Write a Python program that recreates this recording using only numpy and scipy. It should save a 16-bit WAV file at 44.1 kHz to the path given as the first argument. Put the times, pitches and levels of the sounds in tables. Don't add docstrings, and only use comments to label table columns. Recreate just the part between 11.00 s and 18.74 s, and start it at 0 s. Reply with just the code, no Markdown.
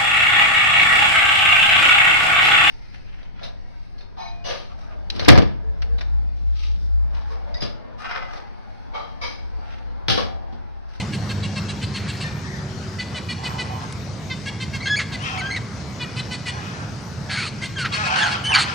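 import sys
import numpy as np
from scipy import signal
from scipy.fft import rfft, irfft, next_fast_len
from scipy.io import wavfile
from scipy.ndimage import uniform_filter1d, map_coordinates

SR = 44100
rng = np.random.default_rng(int(sys.argv[2]) if len(sys.argv) > 2 else 0)


def unload_wav(signal):
    wavfile.write(
        sys.argv[1],
        SR,
        np.round(np.clip(np.atleast_2d(signal).T, -1, 1) * 32767).astype(np.int16),
    )


N = 341334
T = np.arange(N) / SR
FAR_RISE_S, FAR_SAG_DB = .08, 1


def amp(db):
    return 10 ** (np.asarray(db) / 20)


def unit(x):
    return x / np.sqrt(np.mean(x ** 2) + 1e-20)


def along(points, hz):
    f, v = np.transpose(points)
    return np.interp(np.log(hz + 1), np.log(f + 1), v)


def curves(rows):
    s, *cols = np.transpose(rows)
    return [np.interp(T, s, c) for c in cols]


def wobble(rate):
    return map_coordinates(rng.standard_normal(int(N * rate / SR) + 4), [T * rate])


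def filtered(x, response):
    m = next_fast_len(N + SR // 2)
    return irfft(rfft(x, m) * response(np.fft.rfftfreq(m, 1 / SR)), m)[..., :N]


def calls(rows, rise_s, fall_s, sag_db):
    gain = np.zeros(N)
    cols = 1e-9 * np.outer(rows[0][3:], np.ones(N))
    for s, length, db, *rest in rows:
        edges = np.clip(np.minimum((T - s) / rise_s, (s + length - T) / fall_s), 0, 1)
        shape = edges * amp(db - sag_db * np.clip((T - s) / length, 0, 1))
        gain += shape
        cols += np.outer(rest, shape)
    return gain, cols / (gain + 1e-9)


def throat(source, shapes, opening):
    def ring(modes):
        def response(f):
            total = 0
            for k, (c, w, db) in enumerate(modes):
                band = 1j * f * w / (c * c - f * f + 1j * f * w)
                total = total + (-1) ** k * amp(db) * band
            return total ** 2
        return response

    shut, wide = [unit(filtered(source, ring(modes))) for modes in shapes]
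    turn = np.clip(opening, 0, 1) * np.pi / 2
    return np.cos(turn) * shut + np.sin(turn) * wide


def syrinx(hz, rough, jitter, sharp):
    share = np.clip(rough, 0, 1)
    waver_db = 4
    phase = 2 * np.pi * np.cumsum(hz * (1 + jitter * (0.303 + share) * wobble(120))) / SR
    pulses = np.zeros(N)
    for k in range(1, 15):
        pulses += amp(waver_db * wobble(70)) * np.cos(k * phase) / (1 + (k / 9) ** 4)
    puffs = np.exp(sharp * np.cos(phase)) * rng.standard_normal(N)
    return np.sqrt(1 - share) * unit(pulses) + np.sqrt(share) * unit(puffs)


def tail():
    # frequency in Hz, time to fall by 60 dB in seconds.
    decay = [(300, 0.55), (3000, 0.91), (10000, 0.26)]
    hz, t, z = signal.stft(rng.standard_normal((2, SR // 2)), SR, nperseg=256)
    fading = z * amp(-60 * t / along(decay, hz)[:, None])
    pair = signal.istft(fading, SR, nperseg=256)[1]
    return pair / np.linalg.norm(pair[0])


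def rush(spectrum, patchy_db):
    # frequency in Hz, left-right likeness from 0 to 1.
    likeness = [(60, 1), (290, 0.8), (630, 0.82), (1370, 0.29), (8000, 1)]
    # frequency in Hz, left over right in dB.
    balance = [(60, -0.5), (900, -2.5), (2300, 3), (4250, 17.5), (11000, -0.5)]

    def mid_side(hz):
        turn = np.arccos(np.clip(along(likeness, hz), -1, 1)) / 2
        return amp(along(spectrum, hz)) * np.array([np.cos(turn), np.sin(turn)])

    z = signal.stft(rng.standard_normal((2, N)), nperseg=512)[2]
    across_bands = uniform_filter1d(rng.standard_normal(z.shape[1:]), 5, 0)
    patches = unit(uniform_filter1d(across_bands, 14, 1))
    pair = signal.istft(z * amp(patchy_db * patches), nperseg=512)[1][:, :N]
    mid, side = filtered(pair, mid_side)
    left_right = np.array([mid + side, mid - side])
    return unit(filtered(left_right, lambda hz: amp(np.outer([.5, -.5], along(balance, hz)))))


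def moving_air():
    # time in seconds, rumble level in dB, wash level in dB.
    air_levels = [(0, -28, -36.5), (1.5, -31, -38.5), (7.74, -32.5, -39)]
    # frequency in Hz, relative density in dB per Hz.
    rumble_colour = [(25, -49), (48, -21.5), (75, -8), (140, -4.5), (289, -19.5), (520, -30), (880, -120)]
    # frequency in Hz, relative density in dB per Hz.
    wash_colour = [(150, -25), (250, -7.5), (400, -4), (1310, -7.5), (2160, -12), (3370, -21), (5660, -17),
                   (10800, -37)]
    rumble_db, wash_db = curves(air_levels)
    rumble = amp(rumble_db) * rush(rumble_colour, patchy_db=0.75)
    return rumble + amp(wash_db) * rush(wash_colour, patchy_db=2.0)


def motor():
    # time in seconds, level in dB before a slight random waver.
    motor_levels = [(0, -30), (.6, -26), (.85, -30), (1.4, -39)]
    db, = curves(motor_levels)
    phase = 2 * np.pi * np.cumsum(101.5 * (1 + .008 * wobble(3.7))) / SR
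    return amp(db + 0.47 * wobble(1.7)) * (np.sin(phase) + amp(-4.0) * np.sin(2 * phase))


def passing_hum():
    hum_hz = 379
    # start in seconds, length in seconds, level in dB before the sag and waver.
    hum_rows = [(1.4, 0.645, -41)]
    gain = calls(hum_rows, rise_s=0.081, fall_s=0.086, sag_db=1.8)[0]
    return gain * amp(2.05 * wobble(12.5)) * np.sin(2 * np.pi * hum_hz * T)


def high_tone():
    tone_hz = 14000
    tone = amp(-66 + 5 * wobble(16)) * np.sin(2 * np.pi * tone_hz * T)
    return tone * [[0], [1]]


def whistles(strands, dull_db):
    # frequency in Hz, level under the ground tone in dB before the shifts below.
    overtone_colour = [(2600, -15), (3300, -10), (4400, -11), (5000, -20), (6600, -16), (8500, -30),
                       (9050, -10), (9600, -40)]
    order_db, torn_db = 4, 9
    out = np.zeros(N)
    shake, flutter = wobble(260), wobble(220)
    flicker_db = [4 * wobble(45) for k in range(3)]
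    breath = unit(wobble(500))
    for s, length, first_hz, last_hz, arch_hz, db, rough in strands:
        span = slice(round(s * SR), round((s + length) * SR))
        u = (T[span] - s) / length
        hz = first_hz + (last_hz - first_hz) * u + arch_hz * np.sin(np.pi * u)
        phase = 2 * np.pi * np.cumsum(hz * (1 + 0.0737 * rough * shake[span])) / SR
        tone = np.sin(phase)
        for k in range(2, 5):
            tilt_db = torn_db * rough ** 2 - order_db * (k - 2.5) - dull_db
            overtone_db = along(overtone_colour, k * hz) + tilt_db + flicker_db[k - 2][span]
            tone = tone + amp(overtone_db) * np.sin(k * phase)
        smear = 1 - rough ** 3 + rough ** 2 * breath[span]
        beat = unit(amp(6 * rough * np.tanh(flutter[span])) * smear)
        out[span] += amp(db) * beat * np.abs(np.sin(np.pi * u)) ** 0.3 * tone
    return out


def far_squawks():
    # start in seconds, length in seconds, level in dB, beak opening from 0 to 1,
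    # pulse rate in Hz; level, opening and rate are centres for random movement.
    squawk_rows = [(4.18, .22, -31.5, .95, 240), (5.42, 0.45, -39, 0.3, 197.6), (6.89, .2, -26.5, .6, 190),
                   (7.03, .35, -26.5, .5, 170), (7.58, .2, -31.5, 0.4, 229)]
    # resonance in Hz, width in Hz, gain in dB, all for one pass of two.
    distant_throat = [
        [(800, 500, -4), (1350, 350, 0), (1650, 300, 0), (4800, 3000, -7)],
        [(1200, 600, -3), (2550, 300, 0), (3100, 400, 0), (5000, 2500, -6.5)],
    ]
    gain, (beak, hz) = calls(squawk_rows, FAR_RISE_S, fall_s=.02, sag_db=FAR_SAG_DB)
    breaks = wobble(22)
    source = syrinx(hz * amp(.8 * breaks), rough=.33, jitter=.03, sharp=1)
    return gain * amp(1.5 * breaks) * throat(source, distant_throat, beak + .25 * wobble(20))


def far_caws():
    # start in seconds, length in seconds, level in dB, pulse rate in Hz, before random wander.
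    caw_rows = [(2.35, 0.53, -36.5, 118.5), (4.12, 0.43, -40, 129.8), (7.02, 0.37, -27, 140.1),
                (7.46, 0.16, -26, 138.8)]
    # resonance in Hz, width in Hz, gain in dB, all for one pass of two.
    deep_throat = [
        [(742, 370, 1), (1043, 420, 4)],
        [(877, 570, 3), (1250, 2260, -0.5)],
    ]
    gain, (hz,) = calls(caw_rows, FAR_RISE_S, FAR_RISE_S / 2, FAR_SAG_DB)
    source = syrinx(hz * amp(.5 * wobble(22)), rough=.55, jitter=.04, sharp=.7)
    return gain * amp(2 * wobble(25)) * throat(source, deep_throat, .5 + .6 * wobble(12))


def far_birds():
    # start in seconds, length in seconds, first pitch in Hz, last pitch in Hz,
    # arch in Hz, level in dB, roughness from 0 to 1.
    far_strands = [ (1.235, 0.054, 1823, 1745, 21, -32, 0.18), (1.24, 0.081, 2366, 2394, 24, -43.5, 0.18),
                   (1.43, 0.18, 1750, 1683, 221.5, -39, 0.73), (4.19, .1, 2796, 3370, -6, -39.5, .35),
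                   (4.235, 0.069, 2550, 2690, 43, -34, .4), (4.3, 0.14, 780, 727, -1.5, -36, .3),
                   (7.03, 0.13, 2530, 2450, 27.5, -29, 0.66), (7.11, .13, 2824, 2910, 66, -39, 0.41),
                   (7.105, 0.11, 1550, 1471, -6, -19, 0.6)]
    # frequency in Hz, left over right in dB.
    leaning = [(1300, -4), (2300, 11), (8000, 14)]
    lag_s = 3.6e-4
    voices = far_squawks() + far_caws() + whistles(far_strands, dull_db=7)
    direct = filtered(voices, lambda f: np.array([1 + 0 * f, np.exp(-2j * np.pi * f * lag_s)]))
    echo = signal.fftconvolve(voices[None], tail(), axes=1)[:, :N]
    pair = direct + amp(-6) * echo
    return filtered(pair, lambda f: amp(np.outer([.5, -.5], along(leaning, f))))


def tick():
    # start in seconds, level at the start in dB.
    click = (2.925, -28)
    s, db = click
    return amp(db - 60 * np.abs(T - s) / 0.018) * (T > s) * rng.standard_normal(N)


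def rasps():
    # start in seconds, length in seconds,
    # level in dB, beak opening from 0 to 1; level and opening are centres for random movement.
    rasp_rows = [(.93, 0.4, -40, 0.46), (3.985, 0.048, -22, 0.1), (4.555, 0.038, -28.5, 0.3),
                 (6.292, 0.21, -27, 0.62), (6.84, 0.049, -23.5, 0), (7.15, 0.19, -28, 0.5),
                 (7.536, 0.12, -18, 0.57)]
    # resonance in Hz, width in Hz, gain in dB, all for one pass of two.
    large_throat = [
        [(1310, 760, 6.5), (1576, 810, 11), (2310, 1740, 4), (4770, 1700, 0), (6800, 2600, -7)],
        [(1620, 1080, -6.5), (2435, 1400, -1.5), (4440, 680, 2), (6530, 1540, -4.5), (8580, 2800, -6.5)],
    ]
    gain, (beak,) = calls(rasp_rows, rise_s=.014, fall_s=.028, sag_db=4)
    source = syrinx(130 * amp(2.4 * wobble(25)), rough=0.92, jitter=0.098, sharp=0.11)
    ragged = gain * amp(wobble(60))
    return ragged * throat(source, large_throat, beak + .2 * wobble(30))


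def macaw_whistles():
    # start in seconds, length in seconds, first pitch in Hz, last pitch in Hz,
    # arch in Hz, level in dB, roughness from 0 to 1.
    near_strands = [ (3.805, 0.084, 2050, 1940, 196, -30, 0.5), (3.857, 0.038, 1608, 1637, 0, -23, 0.43),
                    (3.897, 0.061, 1672, 1682, 12.5, -15.5, 0.04),
                    (3.958, 0.052, 2100, 1890, 279, -22, 0.44), (4.374, 0.047, 2110, 1900, 230, -27.5, .3),
                    (4.407, 0.11, 1507, 1622, 28, -26.5, 0.14), (4.503, .08, 2024, 1853, 228, -24.5, 0.49),
                    (6.287, 0.19, 1675, 1187, 97.5, -30.5, 0.5), (6.356, .11, 2150, 2510, 11, -27, 0.59),
                    (6.758, .12, 1685, 1237, 11, -26, 0.32), (7.195, .097, 1770, 1350, 60, -18, .58),
                    (7.439, .09, 2985, 3005, 35, -21, .17), (7.518, .045, 2800, 2150, -30, -14, .6),
                    (7.49, .06, 1690, 1560, 20, -29, .5), (7.542, .07, 1540, 1420, -40, -19.5, .7)]
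    return whistles(near_strands, dull_db=0.5)


def chatter():
    # start in seconds, pitch in Hz before arch and jitter.
    bout_notes = [
        [(-.015, 507), (.124, 540.3), (.288, 544), (.425, 555.5), (.556, 532.4), (.682, 544.6), (.812, 503),
         (.944, 529), (1.075, 550), (1.202, 557)],
        [(1.984, 495.4), (2.143, 498.7), (2.286, 486), (2.433, 496), (2.581, 496.6)],
        [(3.297, 517.4), (3.455, 554), (3.6, 526), (3.728, 538), (3.853, 532), (3.99, 534), (4.118, 526)],
        [(4.995, 492), (5.159, 502.4), (5.308, 496), (5.456, 496.4)],
        [(6.613, 517), (6.777, 542), (6.919, 548.6)],
        [(7.05, 545), (7.178, 548), (7.305, 545), (7.442, 553)],
    ]
    # note length in seconds, first note in dB, last note in dB,
    # first roughness from 0 to 1, beak opening from 0 to 1; the last two before random scatter.
    bout_settings = [(.046, -29.5, -29, .36, 0.75), (.055, -29, -26.5, 0.31, 0.57),
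                     (0.0497, -27.5, -29, .2, 0.47), (.058, -28, -25, 0.26, 0.67),
                     (0.064, -27.5, -24, 0.45, 0.51), (0.045, -27, -28, 0.25, 0.56)]
    # resonance in Hz, width in Hz, gain in dB, all for one pass of two.
    small_throat = [
        [(1602, 480, -7), (2046, 140, -1.5), (2446, 196, -3.5), (4360, 640, -7), (6500, 3100, -8.5)],
        [(1140, 1080, -3), (2736, 610, 4.5), (3310, 620, 3.5), (4346, 780, 2.5), (7800, 1900, -2.5)],
    ]
    hoarsens, cracks = .03, .12
    rough_scatter, beak_scatter = .08, .08
    sag = .035
    gain, arch, controls = np.zeros(N), np.ones(N), []
    for notes, (length, first_db, last_db, rough, beak) in zip(bout_notes, bout_settings):
        levels_db = np.linspace(first_db, last_db, len(notes))
        for k, ((s, hz), db) in enumerate(zip(notes, levels_db)):
            span = slice(max(round(s * SR), 0), round((s + length) * SR))
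            u = np.clip((T[span] - s) / length, 0, 1)
            gain[span] += amp(db) * np.abs(np.sin(np.pi * u ** 0.9)) ** 0.75
            arch[span] += .018 * (np.sin(np.pi * u ** 0.55) - .8) - sag * (u ** 4 - .15)
            hoarse = min(rough + hoarsens * k, .65) + rough_scatter * rng.standard_normal()
            gape = beak + beak_scatter * rng.standard_normal()
            controls.append((s, hz, hoarse - cracks, gape))
            controls.append((s + length, hz, hoarse + cracks, gape))
    hz, rough, beak = curves(controls)
    source = syrinx(hz * arch, rough, jitter=.03, sharp=1)
    return gain * throat(source, small_throat, beak)


def scene():
    band_limit_hz = 10800
    air = moving_air() + motor() + passing_hum()
    far = far_birds()
    large = macaw_whistles() + rasps() + tick()
    small = chatter()
    echoed = amp(-11) * small + amp(-17) * large
    near = small + large + signal.fftconvolve(echoed, tail()[0])[:N]
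    return filtered(near + far + air, lambda hz: hz < band_limit_hz) + high_tone()


def record(dry):
    top_hz = 14960
    return filtered(dry, lambda hz: hz < top_hz)


dry = scene()
out = record(dry)
unload_wav(out)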